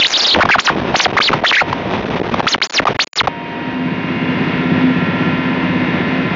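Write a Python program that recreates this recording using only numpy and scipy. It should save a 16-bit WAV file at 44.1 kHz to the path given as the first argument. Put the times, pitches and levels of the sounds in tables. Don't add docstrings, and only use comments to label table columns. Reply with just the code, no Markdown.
import sys
import numpy as np
from scipy import signal
from scipy.fft import rfft, irfft
from scipy.io import wavfile
from scipy.ndimage import uniform_filter1d, minimum_filter1d

SR = 44100
rng = np.random.default_rng(int(sys.argv[2]) if len(sys.argv) > 2 else 0)


def level_to_linear(level):
    exponent = np.asarray(level, float) / 20
    return 10 ** exponent


def put_to_file(sound):
    columns = np.atleast_2d(sound).T
    safe = np.clip(columns, -1, 1)
    whole_steps = np.round(safe * 32767)
    wavfile.write(sys.argv[1], SR, whole_steps.astype(np.int16))


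N = 280035
T = np.arange(N) / SR

# (time [s], pitch [Hz])
SQUEALS = [
    [(0.0, 4050), (0.013, 3300), (0.027, 2050), (0.038, 4600), (0.049, 2700), (0.065, 3750), (0.075, 6700),
     (0.088, 7700), (0.116, 6500), (0.141, 4200), (0.16, 4000), (0.168, 2950), (0.181, 6200), (0.198, 5400),
     (0.208, 3800), (0.219, 5800), (0.23, 5300), (0.248, 3300), (0.26, 3700), (0.271, 4900), (0.289, 3250),
     (0.303, 4350), (0.313, 3550), (0.327, 3400), (0.337, 4450), (0.343, 3200), (0.35, 990)],
    [(1.203, 1160), (1.213, 1800), (1.233, 4780), (1.247, 3500), (1.255, 4480), (1.268, 4350),
     (1.274, 3100), (1.288, 2540), (1.294, 1120)],
    [(1.437, 800), (1.442, 700), (1.45, 2330), (1.457, 1380), (1.469, 3320), (1.48, 3450), (1.486, 5170),
     (1.494, 3140), (1.506, 3320), (1.517, 700)],
    [(1.524, 1120), (1.53, 2200), (1.543, 2280), (1.548, 1800), (1.555, 3060), (1.561, 2000), (1.594, 1900),
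     (1.601, 3000), (1.608, 1700), (1.624, 520)],
]


def unit(x):
    return x / np.sqrt(np.mean(x ** 2))


def colour(x, points):
    hz, db = np.transpose(points)
    bins_hz = np.arange(N // 2 + 1) * SR / N + 1
    gain = level_to_linear(np.interp(np.log(bins_hz), np.log(hz), db))
    return irfft(rfft(x) * gain, N)


def ring(x, hz, width_hz):
    b, a = signal.iirpeak(hz, hz / width_hz, SR)
    return signal.lfilter(b, a, x)


def walk(rate_hz):
    hold = int(SR / rate_hz)
    steps = np.repeat(rng.standard_normal(N // hold + 1), hold)
    smooth = uniform_filter1d(uniform_filter1d(steps, hold), hold)
    return unit(smooth)[:N]


def columns(table):
    s, *rest = np.transpose(table)
    return [np.interp(T, s, column) for column in rest]


def draught():
    # (time [s], rush level [dB], room left under full scale [full scale])
    course = [(0, -30, 0.35), (.35, -10.5, 0.5), (.5, -19.5, 0.9), (.72, -14.5, 0.33), (1.08, -15.5, 0.3),
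              (1.3, -11, 0.3), (1.4, -18, 0.34), (1.64, -20.5, 0.62), (1.9, -14.5, 0.28), (2.15, -12, 0.21),
              (2.3, -14, 0.18), (2.57, -12.5, 0.07), (2.7, -33, 0), (2.83, -15, 0.26), (2.92, -18.5, 0.23),
              (3.07, -10, .1), (3.25, -22, 0.38), (3.29, -29, 1), (3.5, -44, 2.9)]
    # (frequency [Hz], relative density [dB])
    spectrum = [(40, 4), (170, -1), (400, -9), (950, -14.5), (1400, -19), (2300, -20.5), (3700, -24.5),
                (4400, -32.5), (6100, -31.5), (7500, -51.5)]
    rush_db, room = columns(course)
    noise = unit(colour(rng.standard_normal(N), spectrum))
    return level_to_linear(rush_db + 2.6 * walk(39.91)) * noise, room


def silences():
    # (time [s], length [ms])
    dropouts = [(0.445, 6), (0.825, 6), (1.071, 7), (1.097, 12), (1.115, 6), (1.157, 10), (1.195, 8),
                (1.405, 6), (2.045, 5), (2.189, 6), (2.249, 8), (2.306, 11), (2.416, 6), (2.463, 4.5),
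                (2.571, 10), (2.585, 8), (2.599, 17), (2.672, 25), (2.709, 14), (2.726, 5), (2.809, 9),
                (2.843, 8), (2.861, 7), (2.936, 9), (2.963, 23), (3.044, 26), (3.076, 55), (3.134, 23),
                (3.222, 11), (3.237, 6), (3.263, 9)]
    return sum((T >= s) & (T < s + length_ms / 1000) for s, length_ms in dropouts) > 0


def pitch():
    # (time [s], rise [ms], fall [ms], peak excess [full scale])
    surges = [(.405, 7.27, 14, 0.19), (.421, 7.3, 8, 0.3), (.489, 4.67, 8, .22), (.504, 12, 45, .37),
              (.584, 3, 8, .16), (.590, 36, 53, 2.1), (.682, 8.4, 13, 0.22), (.953, 25, 24, 1.45),
              (1.002, 23, 36, 1.3), (1.167, 16, 9, .28), (1.330, 7, 7, .18), (2.468, 5.32, 8, .2),
              (2.473, 29, 49, 1.3), (2.616, 62.3, 124, 2.02), (2.869, 8, 9, 0.18), (2.991, 110, 114, 2.4)]
    # (time [s], length [ms])
    chirps = [(0.36, 6), (0.387, 3.8), (.396, 4.9), (.453, 7.4), (.942, 9.5), (1.062, 6.7), (1.728, 4.7),
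              (2.341, 5.1), (2.395, 3.5), (2.402, 4.9), (2.854, 4), (3.272, 10)]
    catch, release = .135, .07
    ceiling_hz, top_hz = 8000, 7750
    excess = np.zeros(N)
    for s, rise_ms, fall_ms, peak in surges:
        corners_s = s + np.cumsum([0, rise_ms, fall_ms]) / 1000
        excess = np.maximum(excess, np.interp(T, corners_s, [catch, peak, release], 0, 0))
    for s, length_ms in chirps:
        ramp = np.interp(T, [s, s + length_ms / 1000], [catch, release], 0, 0)
        excess = np.maximum(excess, ramp)
    hz = ceiling_hz * np.tanh(excess * level_to_linear(0.8 * walk(160)))
    squeals_hz = sum(np.interp(T, *np.transpose(table), 0, 0) for table in SQUEALS)
    return np.minimum(hz + squeals_hz * level_to_linear(.75 * walk(480)), top_hz)


def whistles(hash_db=-29, sample_hz=16000):
    # (multiple of the pitch, level [dB])
    shape = [(1, -6.5), (2, -18.5), (3, -20.5), (5, -21.5)]
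    squeal_db = [1, -1.1, -1.4, -1.5]
    hz = pitch()
    on = (hz > 0) & ~silences()
    flutter_hz = (60 + .05 * hz) * walk(900) + 80 * walk(3000)
    turns = np.cumsum(on * (hz + flutter_hz)) / SR
    tone = sum(level_to_linear(db) * np.sin(2 * np.pi * k * turns) for k, db in shape)
    swing = on * np.clip((8300 - hz) / 2600, 0, 1)
    for table, db in zip(SQUEALS, squeal_db):
        inside = (T >= table[0][0]) & (T <= table[-1][0])
        swing = swing * np.where(inside, level_to_linear(db), 1)
    whistle = swing * (tone + level_to_linear(hash_db) * rng.standard_normal(N))
    held = (np.floor(T * sample_hz) * SR / sample_hz).astype(int)
    return whistle[held], on


def slip_list():
    # (time [s], peak [dB])
    listed = [(0.372, -2), (0.382, -4.5), (0.758, -3.5), (0.789, -13), (0.852, -5), (0.939, -7),
              (1.095, -8), (1.127, -4), (1.305, -6.5), (1.428, -4.5), (1.859, -6), (1.915, -7.5),
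              (2.05, -3.5), (2.097, -7), (2.11, -5.5), (2.156, -2.5), (2.201, -10), (2.206, -11),
              (2.216, -0.5), (2.461, -7.5)]
    chance = rng.random((14, 2))
    start_s, end_s = .7, 2.45
    s = start_s + (end_s - start_s) * chance[:, 0]
    db = -3.5 - 11 * chance[:, 1]
    return list(listed) + list(zip(s, db))


def snaps(slips, width_ms=.32):
    out = np.zeros(N)
    for s, db in slips:
        near = slice(int(s * SR) - 100, int(s * SR) + 100)
        out[near] -= level_to_linear(db) * np.exp(-.5 * ((T[near] - s) * 1000 / width_ms) ** 2)
    return out


def jam_surge(jam, room):
    jam = jam * 1.
    build = uniform_filter1d(jam, size=130) * (room + .22)
    deepening = minimum_filter1d(uniform_filter1d(jam, size=300), size=1150)
    return build + 0.73 * deepening


def roar():
    # (frequency [Hz], relative density [dB])
    spectrum = [(30, -2), (85, -3), (250, -5.5), (400, -12), (800, -18.5), (1150, -22), (1500, -18.5),
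                (2150, -22.5), (2500, -19.5), (3600, -30), (6300, -40.5), (7500, -68.5)]
    return unit(colour(rng.standard_normal(N), spectrum)) * level_to_linear(0.61 * walk(12))


def gears(window, waver_db=2, drift_rad=.9):
    tones_hz = [695, 939, 996, 1023, 1058, 1238, 1370, 1593, 1734, 1778, 1875, 1908, 1992, 2081, 2206, 2425,
                2480, 2505, 2632, 2797, 3128, 3414, 3732]
    # (behind the door pillar [dB], at the window [dB])
    levels = [(-37.5, -45), (-35, -40.5), (-51, -43), (-44, -33), (-51, -45.5), (-52, -55.5), (-52, -33),
              (-48.5, -48.5), (-46, -30.5), (-48, -34.5), (-54, -34), (-43.5, -35.5), (-48, -38.5),
              (-47.5, -32), (-44.5, -35.5), (-52.5, -46.5), (-48, -38.5), (-52.5, -39.5), (-52, -41),
              (-46, -35), (-50, -47), (-52, -38), (-54.5, -43)]
    out = 0
    for hz, (pillar_db, window_db) in zip(tones_hz, levels):
        db = pillar_db + window * (window_db - pillar_db) + waver_db * walk(3.14)
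        phase = drift_rad * walk(8) + 2 * np.pi * rng.random()
        out = out + np.sqrt(2) * level_to_linear(db) * np.sin(2 * np.pi * hz * T + phase)
    return out


def rotor(blade_hz=16.3, hum_hz=255.6, hum_db=-3, waver_db=3):
    # (frequency [Hz], width [Hz], level [dB])
    resonances = [(105.6, 7.5, -0.5), (146.1, 9.4, -8.5), (172, 27.5, 5), (218, 75, -1), (302.7, 25, -11)]
    passes = np.diff(np.floor(blade_hz * T + .12), prepend=0) * level_to_linear(1.5 * walk(16))
    pushes = unit(np.convolve(passes, np.hanning(110), "same"))
    drive = pushes + level_to_linear(-15.5) * rng.standard_normal(N)
    shell = 0
    for hz, width_hz, db in resonances:
        shell = shell + level_to_linear(db) * unit(ring(ring(drive, hz, width_hz), hz, 3 * width_hz))
    hum = level_to_linear(hum_db + waver_db * walk(12)) * np.sin(2 * np.pi * hum_hz * T + .5 * walk(6))
    return unit(unit(shell) + hum)


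def cabin():
    # (time [s], thump and hum level [dB], roar level [dB], share of the window view [0-1])
    course = [(3.3, -32, -27.5, 0), (3.6, -26, -22.5, 0.07), (3.9, -17.5, -21, 0.38), (4.1, -17, -19, 0.62),
              (4.5, -14.5, -17, 0.77), (4.9, -12, -17.5, 0.82), (5.3, -16, -17.5, 0.85),
              (5.7, -13.5, -17.5, 0.74), (6.0, -14.5, -17, 0.86), (6.35, -17.5, -17.5, 0.8)]
    thump_db, roar_db, window = columns(course)
    return level_to_linear(thump_db) * rotor() + level_to_linear(roar_db) * roar() + gears(np.clip(window, 0, 1))


def scene(knee=.06):
    rush, room = draught()
    whistle, whistling = whistles()
    jam = whistling | silences()
    slips = slip_list()
    for s, _ in slips:
        jam = jam | ((T >= s + .001) & (T < s + .0035))
    eddies = 0.27 * walk(150) * np.clip(1.2 - room, 0, 1)
    excess = cabin() + rush + eddies + jam_surge(jam, room) - room
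    squeezed = room - knee * np.logaddexp(0, -excess / knee)
    return (squeezed + whistle + snaps(slips))[None]


def low_pass(x):
    return signal.sosfilt(signal.butter(12, 7790, fs=SR, output="sos"), x)


def record(dry):
    # (frequency [Hz], gain [dB])
    roll_off = [(500, 2), (2500, 0.5), (4500, -2.5), (6000, -9.5), (7000, -13.5), (7700, -35), (8300, -66)]
    rumble_cut = signal.butter(2, 215, "highpass", fs=SR, output="sos")
    thinned = signal.sosfilt(rumble_cut, dry[0] - dry[0, 0])
    rounded = .8 * np.tanh(thinned / .8)
    return low_pass(colour(rounded, roll_off)[None])


dry = scene()
out = record(dry)
put_to_file(out)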